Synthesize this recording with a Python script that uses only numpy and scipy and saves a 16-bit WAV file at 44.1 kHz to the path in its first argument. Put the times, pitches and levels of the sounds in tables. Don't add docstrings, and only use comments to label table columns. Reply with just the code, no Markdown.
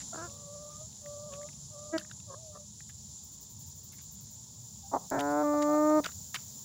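import sys
import numpy as np
from scipy import signal
from scipy.fft import rfft, irfft
from scipy.io import wavfile

SR = 44100
rng = np.random.default_rng(int(sys.argv[2]) if len(sys.argv) > 2 else 0)


def dump_mix(stems):
    frames = np.atleast_2d(stems).T
    limited = np.clip(frames, -1, 1)
    pcm = np.round(limited * 32767).astype(np.int16)
    wavfile.write(sys.argv[1], SR, pcm)


def volts(x):
    e = np.asarray(x, float) / 20
    return 10 ** e


N = 292824
TIME = np.arange(N) / SR

# frequency in Hz, level in dB.
SQUAWK_THROAT = [(150, 0), (300, 14.5), (600, 14), (900, 3), (1200, 8), (1500, -11.5), (1800, -10.5),
                 (2100, -17), (2400, -24.5), (2700, -34), (3300, -50), (4000, -36), (4300, -20),
                 (4800, -60)]
# frequency in Hz, level in dB.
RASP_THROAT = [(150, 10), (300, 7), (450, 8), (600, 8), (750, 28.5), (900, 10), (1050, 10), (1350, 15),
               (1650, 4), (2000, -10), (2500, -14), (3200, -68)]


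def rms_one(x):
    return x / np.sqrt(np.mean(x ** 2) + 1e-20)


def at_hz(points, hz):
    point_hz, level_db = np.transpose(points)
    octave = np.log2(np.maximum(hz, 1))
    below = np.maximum(np.log2(point_hz[0]) - octave, 0)
    above = np.maximum(octave - np.log2(point_hz[-1]), 0)
    return np.interp(octave, np.log2(point_hz), level_db) - 60 * (below + above)


def drift(rate, size=N):
    r = np.exp(-40 * np.pi * rate / SR)
    chance = rng.standard_normal(size // 20 + 2002)
    slow = signal.lfilter([1], [1, -2 * r, r * r], chance)[2000:]
    return np.interp(np.arange(size) / 20, np.arange(len(slow)), rms_one(slow))


def hiss(spectrum, patchy_db, flicker):
    hz = np.fft.rfftfreq(N, 1 / SR)
    shaped = rfft(rng.standard_normal(N)) * volts(np.maximum(at_hz(spectrum, hz), -150))
    band = np.floor(3 * np.log2(np.clip(hz, spectrum[0][0], spectrum[-1][0])))
    total = np.zeros(N)
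    for b in np.unique(band):
        total += irfft(shaped * (band == b), N) * volts(patchy_db * drift(flicker))
    return rms_one(total)


def level_over_time(points):
    return volts(np.interp(TIME, *np.transpose(points)))


def traffic():
    # frequency in Hz, level in dB.
    rumble = [(15, -66), (25, -68), (59, -5), (102, 0.5), (150, -0.5), (182, -6.5), (216, -3), (259, -46.5),
              (300, -29), (320, -21.5), (420, -33.5), (700, -120)]
    return volts(-54) * hiss(rumble, patchy_db=3.2, flicker=4)


def yard_murmur():
    # frequency in Hz, level in dB per Hz.
    colour = [(150, -5), (260, 9), (307, -2.5), (374, -8), (420, 0), (506, -5.5), (628, -2), (706, -8),
              (902, 1), (1210, -12), (2310, -20.5), (2700, -28), (3510, -63), (5940, -120)]
    # time in seconds, level in dB.
    loudness = [
        (0, -59.5),
        (.4, -65.5),
        (1.5, -65.5),
        (2.7, -70.5),
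        (3.5, -67),
        (4.8, -67.5),
        (6.64, -64.5),
    ]
    return level_over_time(loudness) * hiss(colour, patchy_db=1.8, flicker=5)


def cicadas():
    # frequency in Hz, level in dB.
    colour = [(2400, -35), (2800, -31), (3500, -19), (4700, -16), (6000, -9.5), (6700, -6.5), (7100, 1.5),
              (7500, -7), (8000, -20.5), (8900, -25), (9300, -18), (9700, -26), (10900, -22.5),
              (11900, -32)]
    # time in seconds, level in dB.
    loudness = [
        (0, -43.5),
        (.44, -48.5),
        (1.5, -49),
        (3.4, -51),
        (4.5, -51),
        (5.8, -48),
        (6.64, -48),
    ]
    breathing = volts(.6 * drift(4.5))
    return level_over_time(loudness) * breathing * hiss(colour, patchy_db=1, flicker=27)


def treetops():
    # frequency in Hz, level in dB.
    leaf_colour = [(11000, 3), (11800, -3), (13000, 2), (14200, -7), (15800, 7), (15900, -30)]
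    # frequency in Hz, level in dB.
    insect_colour = [(13300, -30), (14000, -10), (14500, -3), (15200, 0), (15800, -1), (15900, -40)]
    swell_s, rise_s = 4.94, .5
    swell = .5 + .5 * np.tanh((TIME - swell_s) / rise_s)
    gusts_db = 2.1 * (1 - swell) * drift(1.5)
    leaves = volts(-79.5 + 14.5 * swell + gusts_db) * hiss(leaf_colour, patchy_db=1.2, flicker=20)
    insects = volts(-70 + 13 * swell + gusts_db) * hiss(insect_colour, patchy_db=1.2, flicker=40)
    return leaves + insects


def katydid():
    # frequency in Hz, level in dB.
    colour = [(10000, -40), (10700, -15), (12500, -17), (13800, -13), (14600, -5), (15300, 0), (15800, 1),
              (15900, -40)]
    # time in seconds, peak level in dB.
    chirps = [(3.24, -51), (3.318, -51), (3.41, -47), (3.5, -47), (3.592, -47), (3.668, -48), (3.757, -47),
              (3.837, -46), (3.927, -46), (4.02, -47), (4.115, -46), (4.211, -47), (4.311, -48)]
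    fade_s, low_fade_s = .046, .046 * .7
    buzz = hiss(colour, patchy_db=1.5, flicker=150)
    stroke_hz = 125 + 15 * drift(20)
    buzz = buzz * (1 + .5 * np.sin(2 * np.pi * np.cumsum(stroke_hz) / SR))
    low = signal.sosfilt(signal.butter(4, 14200, fs=SR, output="sos"), buzz)
    out = np.zeros(N)
    for s, peak_db in chirps:
        t = np.maximum(TIME - s + .007, 0)
        high_part = (1 - np.exp(-t / .0036)) * np.exp(-(t / fade_s) ** 2)
        low_part = (1 - np.exp(-t / .012)) * np.exp(-(t / low_fade_s) ** 2)
        out += volts(peak_db - 9.5) * ((buzz - low) * high_part + low * low_part)
    return out


def tap(knock_db, knock_hz, snap_db, rattle_ms, tick_db):
    # ratio to the knock pitch, level in dB, cycles to fade by 60 dB.
    wall_modes = [
        (.45, -6, 14),
        (.8, -20, 14),
        (1.0, 14, 13.5),
        (1.25, 1, 17.0),
    ]
    # frequency in Hz, seconds to fade by 60 dB.
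    snap_modes = [(3100, .004), (3800, .004), (4800, .003), (5900, .0025), (7000, .0025)]
    # frequency in Hz, seconds to fade by 60 dB.
    tick_modes = [(8800, .0015), (10300, .002), (11800, .0015), (13200, .0012), (14800, .0015)]
    t = np.arange(2000) / SR
    contact = rng.standard_normal(2000) * (rng.random(2000) < .2) * np.exp(-t * 1000 / rattle_ms)
    contact[0] = 1
    if knock_hz > 4000:
        wall_modes = wall_modes[1:]
    wall = [(ratio * knock_hz, db, cycles / ratio / knock_hz) for ratio, db, cycles in wall_modes]
    snap, tick = [[(hz * rng.uniform(.9, 1.04), rng.normal(0, 3), t60) for hz, t60 in modes]
                  for modes in (snap_modes, tick_modes)]
    tick_db = tick_db + .66 * snap_db
    out = np.zeros(2000)
    for modes, peak_db in ((wall, knock_db), (snap, knock_db + snap_db), (tick, knock_db + tick_db)):
        ring = sum(volts(db - 60 * t / t60) * np.sin(2 * np.pi * hz * t) for hz, db, t60 in modes)
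        ring *= 1 - np.exp(-t / .0002)
        hit = signal.fftconvolve(contact, ring)[:2000]
        out += volts(peak_db - 1.5) * hit / np.abs(hit).max()
    return out


def pecks():
    # time in seconds, wall knock in dB, knock pitch in Hz, snap over knock in dB.
    taps = [(0.0044, -46, 1640, 0), (0.2976, -70, 1770, 23), (0.7344, -70, 1740, 17),
            (0.9283, -74, 1810, 23), (1.059, -43, 1870, -26), (1.3372, -48, 1575, 12),
            (1.415, -47, 1770, -4), (1.43, -47, 2100, -2), (1.4875, -42, 2050, -7), (1.53, -59, 2560, 8),
            (1.979, -33, 1400, 3), (2.0123, -41, 1660, -16), (2.0484, -45, 1850, -10),
            (2.0966, -52, 1760, -4), (2.1123, -39.5, 1680, 2), (2.2009, -62, 1510, 18),
            (2.804, -44, 1850, -26)]
    close_taps = [(1.982, -26, 4700, -8), (5.2, -33, 1920, -3), (5.207, -35.5, 2130, 11),
                  (5.212, -39, 2200, 3), (6.043, -30.5, 2300, 5.5), (6.057, -26, 1375, -15),
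                  (6.061, -29.5, 2040, 8.5), (6.064, -26.5, 1570, -9), (6.119, -50, 2050, 12),
                  (6.344, -27, 2040, 6), (6.352, -35, 1560, 7), (6.356, -34, 1290, 3), (6.36, -30, 2240, 3),
                  (6.367, -41, 1540, 1), (6.388, -51, 1490, 9)]
    scrapes = [
        (1.9944, -46, 1790, 10),
        (2.8938, -44.5, 1890, 0),
        (5.191, -38, 2300, 8),
        (5.623, -37, 2093, 8),
        (6.038, -41, 2003, 2),
        (6.047, -32.5, 1490, -7),
        (6.074, -44, 2000, 4),
        (6.089, -38.5, 1370, -13),
    ]
    rustles = [
        (1.32, -56, 1690, 10),
        (1.99, -42, 1900, 1),
        (3.93, -55, 2140, -10),
        (3.98, -59, 2300, -10),
    ]
    tip_clicks = [
        (2.4694, -52, 11000, -10),
        (3.1494, -64, 11000, -8),
        (3.922, -42, 10500, -16),
        (3.985, -42, 10800, -16),
    ]
    bill_snaps = [
        (5.1018, -25, 15300, -50),
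        (5.1021, -25, 7300, -40),
    ]
    lone_ticks = [(.0927, -50, 10500, -8), (2.0, -44, 10800, -8), (2.8085, -49, 11800, -4),
                  (2.8935, -43, 10800, -8), (2.8937, -45, 14500, -8), (2.904, -50, 3400, -8),
                  (2.9005, -48, 1900, -8), (1.9835, -32, 5200, -2), (5.192, -42, 10000, -4),
                  (5.2008, -27, 6000, -12), (5.2075, -34, 11000, -3), (5.21, -36, 10500, -3),
                  (5.308, -43, 10500, -2), (5.318, -40, 10500, -4), (6.044, -31, 3600, -3),
                  (6.062, -31, 6200, -4), (6.351, -28, 10500, -2)]
    # rows, length of the rattle in ms, tick over knock in dB
    kinds = ((taps, 2.4, -9), (close_taps, 2, -15), (scrapes, 6.2, -14), (rustles, 18, -7),
             (tip_clicks, 2, -2.9), (bill_snaps, .2, -9), (lone_ticks, .2, -9))
    out = np.zeros(N + 2000)
    for rows, rattle_ms, tick_db in kinds:
        for s, knock_db, knock_hz, snap_db in rows:
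            start = round(s * SR)
            out[start:start + 2000] += tap(knock_db, knock_hz, snap_db, rattle_ms, tick_db)
    return out[:N]


def crunch():
    # start in seconds, length in seconds, level in dB.
    crunches = [
        (1.327, 0.034, -63),
        (.001, .025, -57),
        (3.92, .02, -66),
        (3.985, .03, -67),
        (5.618, .01, -46),
        (6.039, .027, -47),
        (6.343, 0.018, -39),
    ]
    grit = rng.standard_normal(N) * (.4 + (rng.random(N) < .1))
    grit = rms_one(signal.sosfilt(signal.butter(2, [890, 4600], "band", fs=SR, output="sos"), grit))
    gain = np.zeros(N)
    for s, length, level_db in crunches:
        after = np.maximum(TIME - s - length, 0)
        fade = np.exp(-after / .0038) + volts(-22) * np.exp(-after / .051)
        gain += volts(level_db) * (TIME > s) * fade
    return grit * gain


def span(rows):
    s, *columns = np.transpose(rows)
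    start = round(s[0] * SR)
    t = TIME[start:round(s[-1] * SR)]
    fade = np.clip(np.minimum(t - s[0], s[-1] - t) / .004, 0, 1)
    return start, fade, [np.interp(t, s, c) for c in columns]


def envelope(start, length, attack, release):
    edge_db = 21.5
    squeeze = min(length / (attack + release + .002), 1)
    corners = np.array([0, attack * squeeze, length - release * squeeze, length])
    return start + corners, np.array([-edge_db, 0, 0, -edge_db])


def croon(hz, level_db, strain):
    octave_db = -16 + 20 * strain
    hoarse = .033 + (.3 - .033) * np.maximum(strain, 0) ** 2
    phase = 2 * np.pi * np.cumsum(hz * (1 + .0098 * drift(32, len(hz)))) / SR
    overtones = np.sin(2 * phase) + 3.5 * hoarse ** 2 * np.sin(3 * phase)
    tone = np.sin(phase) + volts(octave_db) * overtones
    flutter = 3.95 * np.clip(hoarse, 0, 1) * np.tanh(drift(75, len(hz)))
    throb = 2.2 * hoarse * np.sin(.27 * phase)
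    return np.sqrt(2) * volts(level_db) * tone * (1 + flutter + throb)


def far_hen():
    # time in seconds, pitch in Hz, level in dB, strain from 0 to 1.
    croons = [
        [(.275, 560, -54, 0.5), (.38, 585, -63, 0.6), (.44, 579, -58, 0.46), (.496, 578, -49, 0.13),
         (.674, 593, -51, 0.26), (.765, 596, -70, .4), (.815, 623, -48.5, .15), (.875, 640, -75, .2)],
        [(1.015, 582, -68, .1), (1.062, 584, -45.5, 0), (1.292, 599, -48, 0.13), (1.316, 549, -50, .6),
         (1.38, 575, -45.5, 0.24), (1.458, 592, -45.5, 0.07), (1.476, 618, -62, 0.5), (1.51, 600, -66, 0.5)],
        [(1.7, 610, -67, .1), (1.756, 585, -51.5, 0.33), (1.9, 596, -52, 0.4), (1.94, 620, -43, .1)],
    ]
    clucks = [
        [(2.265, 625, -68, 0), (2.298, 549, -52, .55), (2.316, 544, -48, .75), (2.348, 545, -54, .9),
         (2.362, 590, -56, .2), (2.382, 621, -55, -.2), (2.396, 651, -62, -.5), (2.446, 638, -56, -.9)],
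        [(2.446, 638, -56, -.9), (2.512, 607, -55.5, -.9), (2.53, 611, -59, .4), (2.548, 582, -56, .85),
         (2.574, 590, -53, .75), (2.586, 605, -61, .1), (2.604, 582, -55, -.2), (2.65, 600, -70, -.2)],
    ]
    # start in seconds, length in seconds, pitch in Hz, level in dB, strain.
    yelps = [
        (4.82, 0.078, 795, -56, -.6),
        (.121, .026, 690, -42, 0.6),
        (.68, .12, 1197, -57, -.9),
        (.3, .3, 485, -69, -.3),
    ]
    tails = [
        (1.98, .11, 600, -51, .3),
        (6.0, 0.041, 292, -36.5, -.9),
    ]
    calls = croons + [clucks[0] + clucks[1][1:]]
    # rows, attack in s, release in s, glide in Hz per s
    for notes, attack, release, glide in ((yelps, .025, .025, 1.5), (tails, .0049, .19, 250)):
        for begin, length, pitch_hz, peak_db, strain in notes:
            s, shape_db = envelope(begin, length, attack, release)
            pitch = pitch_hz + glide * (s - begin)
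            calls = calls + [np.transpose([s, pitch, peak_db + shape_db, strain + 0 * s])]
    out = np.zeros(N)
    for rows in calls:
        start, fade, (hz, level_db, strain) = span(rows)
        out[start:start + len(hz)] += croon(hz, level_db, strain) * fade
    return out


def throat(x, spectrum, flat_below=300):
    size = 4096
    hz = np.maximum(np.fft.rfftfreq(size, 1 / SR), flat_below)
    cepstrum = irfft(np.log(volts(np.maximum(at_hz(spectrum, hz), -90))))
    cepstrum[1:size // 2] *= 2
    cepstrum[size // 2 + 1:] = 0
    response = irfft(np.exp(rfft(cepstrum)))[:size // 2]
    return signal.fftconvolve(x, response)[:len(x)]


def near_call(rows, even_throat, pattern_throat):
    start, fade, (hz, even_db, pattern_db, rough) = span(rows)
    rough = np.clip(rough, 0, 1)
    luck = rng.standard_normal((400, 2))
    plain = np.cumsum(hz) / SR
    limp = .062 * np.minimum(volts(pattern_db - even_db), 1) * np.cos(np.pi * plain)
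    cycles = plain + limp + .2 * rough * np.interp(plain, np.arange(400), luck[:, 0])
    pulses = sum(np.cos(2 * np.pi * k * cycles) for k in range(1, 19))
    which = np.round(cycles).astype(int) % 400
    chance = np.minimum(rough / .4, 1)
    strong_weak = .7 + (-1.) ** which
    pattern = (1 - chance) * strong_weak + chance * (1 + .25 * luck[which, 1])
    even = rms_one(throat(pulses, even_throat)) * volts(even_db)
    rasp = rms_one(throat(pulses * pattern, pattern_throat, flat_below=208)) * volts(pattern_db)
    return np.pad((even + rasp) * fade, (start, N - start - len(fade)))


def short_calls(calls, even_throat, pattern_throat, attack, release, even_db, pattern_db, rough):
    out = np.zeros(N)
    for start, length, hz, glide, level_db in calls:
        s, shape_db = envelope(start, length, attack, release)
        call_db = level_db + shape_db
        rows = [s, hz + glide * (s - start), call_db + even_db, call_db + pattern_db, rough + 0 * s]
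        out += near_call(np.transpose(rows), even_throat, pattern_throat)
    return out


def murmur():
    # frequency in Hz, level in dB.
    murmur_throat = [(160, -41), (280, 10), (333, -6.5), (482, 3), (646, -1.5), (802, -11), (1350, -3),
                     (1660, -6.5), (1880, -25), (2200, -28), (2860, -30), (4840, -120)]
    # time in seconds, pulse rate in Hz, level in dB.
    breath = [
        (.166, 335, -60),
        (.177, 322, -43),
        (.205, 326, -44),
        (.232, 346, -42),
        (.255, 350, -43),
        (.268, 343, -50),
        (.283, 330, -62),
    ]
    # frequency in Hz, level in dB.
    cluck_throat = [(150, -33), (250, 4.5), (653, 2.5), (990, -15), (1240, -13), (1570, -8), (1940, -11.5),
                    (2250, -21), (2530, -37), (2820, -30), (3200, -43), (4160, -64), (7040, -120)]
    # start in seconds, length in seconds, pulse rate in Hz, glide in Hz per second, level in dB.
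    pips = [
        (.14, .013, 318, 5, -41),
        (.153, .013, 320, 5, -39),
    ]
    clucks = [
        (1.923, .058, 329, -220, -29.5),
    ]
    rows = [(s, hz, db, db - 17, .1) for s, hz, db in breath]
    return (near_call(rows, murmur_throat, RASP_THROAT)
            + short_calls(pips, murmur_throat, RASP_THROAT, attack=.006, release=.005,
                          even_db=0, pattern_db=-8, rough=.3)
            + short_calls(clucks, cluck_throat, RASP_THROAT, attack=.016, release=.014,
                          even_db=0, pattern_db=-32, rough=.035))


def grunt_and_growl():
    # frequency in Hz, level in dB.
    grunt_throat = [(150, -28), (300, -6), (500, -9), (740, 2), (900, 0), (1200, -9), (1400, -22),
                    (1700, -32), (2000, -32), (2300, -52), (3200, -70)]
    # frequency in Hz, level in dB.
    snarl_throat = [(150, -20), (300, 0), (450, -5), (750, 0), (1050, -9), (1200, -18), (1400, -9),
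                    (1800, -14), (1950, -25), (2300, -30), (2550, -41), (3200, -60)]
    # start in seconds, length in seconds, pulse rate in Hz, glide in Hz per second, level in dB.
    grunts = [
        (4.912, .075, 284, -440, -28.5),
        (4.98, .1, 263, 90, -58),
    ]
    growls = [
        (5.108, .094, 271, 160, -34.5),
    ]
    return (short_calls(grunts, SQUAWK_THROAT, grunt_throat, attack=.027, release=.022,
                        even_db=-16, pattern_db=0, rough=.5)
            + short_calls(growls, snarl_throat, snarl_throat, attack=.009, release=.013,
                          even_db=-3.6, pattern_db=0, rough=.42))


def paired(rows):
    # frequency in Hz, level in dB.
    first_throat = [(150, -11), (300, 0), (450, -3), (600, 3.3), (800, 1.7), (1000, .7), (1200, -20),
                    (1450, -16.5), (1750, -34), (2050, -39), (2500, -56), (3200, -66)]
    # frequency in Hz, level in dB.
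    open_throat = [(150, -7), (300, 3), (450, -1), (600, -1.6), (800, -16), (1000, -22), (1200, -7.6),
                   (1450, -4.4), (1750, -13.7), (2050, -26), (2500, -34.5), (3200, -55)]
    # frequency in Hz, level in dB.
    closed_throat = [(150, -13.5), (300, 3), (450, -2), (600, .8), (800, -6.4), (1000, -15), (1200, -7.5),
                     (1450, -3.5), (1750, -25), (2050, -25), (2500, -36), (3200, -59)]
    closing_s, closing_takes_s = 5.31, .035
    gap_early, gap_late = .404, .449
    start, fade, (hz, level_db, share) = span(rows)
    closing = .5 + .5 * np.tanh((TIME[start:start + len(hz)] - closing_s) / closing_takes_s)
    shift = .5 - gap_early - (gap_late - gap_early) * closing
    plain = np.cumsum(hz) / SR + .006 * drift(120, len(hz))
    first, second = [sum(np.cos(np.pi * k * cycles) for k in range(1, 25))
                     for cycles in (plain - shift, plain - 1 + shift)]
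    voice = throat(first, first_throat, 150)
    voice = voice + (1 - closing) * throat(second, open_throat, 150)
    voice = voice + closing * throat(second, closed_throat, 150)
    return np.pad(rms_one(voice) * volts(level_db + 1.2) * share * fade, (start, N - start - len(fade)))


def squawk():
    # time in seconds, pulse rate in Hz, effort in dB.
    breath = [
        (5.185, 284, -33.5),
        (5.356, 293.8, -29.5),
        (5.418, 300.5, -28.5),
        (5.452, 294.5, -28),
        (5.666, 295.6, -27.5),
        (5.738, 300.2, -25.5),
        (5.984, 307.2, -22.5),
        (6.0, 293.4, -26.5),
        (6.012, 293, -48),
    ]
    # time in seconds, level in dB, width in seconds.
    slips = [
        (5.542, -44, .007),
        (5.56, -55, .02),
        (5.7, -46, .018),
        (5.745, -44, .016),
        (5.778, -47, 0.008),
        (5.91, -47, .012),
        (5.96, -54, .02),
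    ]
    doubled_until_s, break_s = 5.44, 5.994
    at, hz, effort_db = np.transpose(breath)
    s = np.arange(at[0], at[-1], .004)
    hz, effort_db = np.interp(s, at, hz), np.interp(s, at, effort_db)
    pairs = np.clip((doubled_until_s - s) / .018, 0, 1)
    pattern = volts(-64)
    for when, level_db, width in slips:
        pattern = pattern + volts(level_db) * np.exp(-((s - when) / width) ** 2)
    settled_db = 20 * np.log10(1.001 - pairs)
    pattern_db = 20 * np.log10(pattern) + settled_db
    rough = .015 + .24 * (s > break_s)
    rows = np.transpose([s, hz, effort_db + settled_db, pattern_db, rough])
    even = near_call(rows, SQUAWK_THROAT, RASP_THROAT)
    upper = signal.sosfiltfilt(signal.butter(3, 2150, "high", fs=SR, output="sos"), even)
    sag_db = 9 * np.clip(TIME - doubled_until_s, 0, 1)
    even = even + upper * (volts(2.5 * drift(14) - sag_db) - 1)
    return even + paired(np.transpose([s, hz, effort_db, pairs]))


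def near_hen():
    return murmur() + grunt_and_growl() + squawk()


def scene():
    # delay in seconds, level in dB.
    reflections = [
        (.011, -24),
        (.027, -27),
        (.052, -30),
    ]
    air = traffic() + yard_murmur() + cicadas() + treetops()
    hens = pecks() + crunch() + far_hen() + near_hen()
    dull = signal.lfilter([.3], [1, -.7], hens)
    echoes = sum(volts(db) * np.pad(dull, (round(s * SR), 0))[:N] for s, db in reflections)
    return (air + katydid() + hens + echoes)[None]


def top_cut(x):
    return signal.sosfilt(signal.butter(12, 16980, fs=SR, output="sos"), x)


def record(dry):
    cut = signal.sosfilt(signal.cheby2(12, 70, 16900, fs=SR, output="sos"), dry)
    return top_cut(cut)


dry = scene()
out = record(dry)
dump_mix(out)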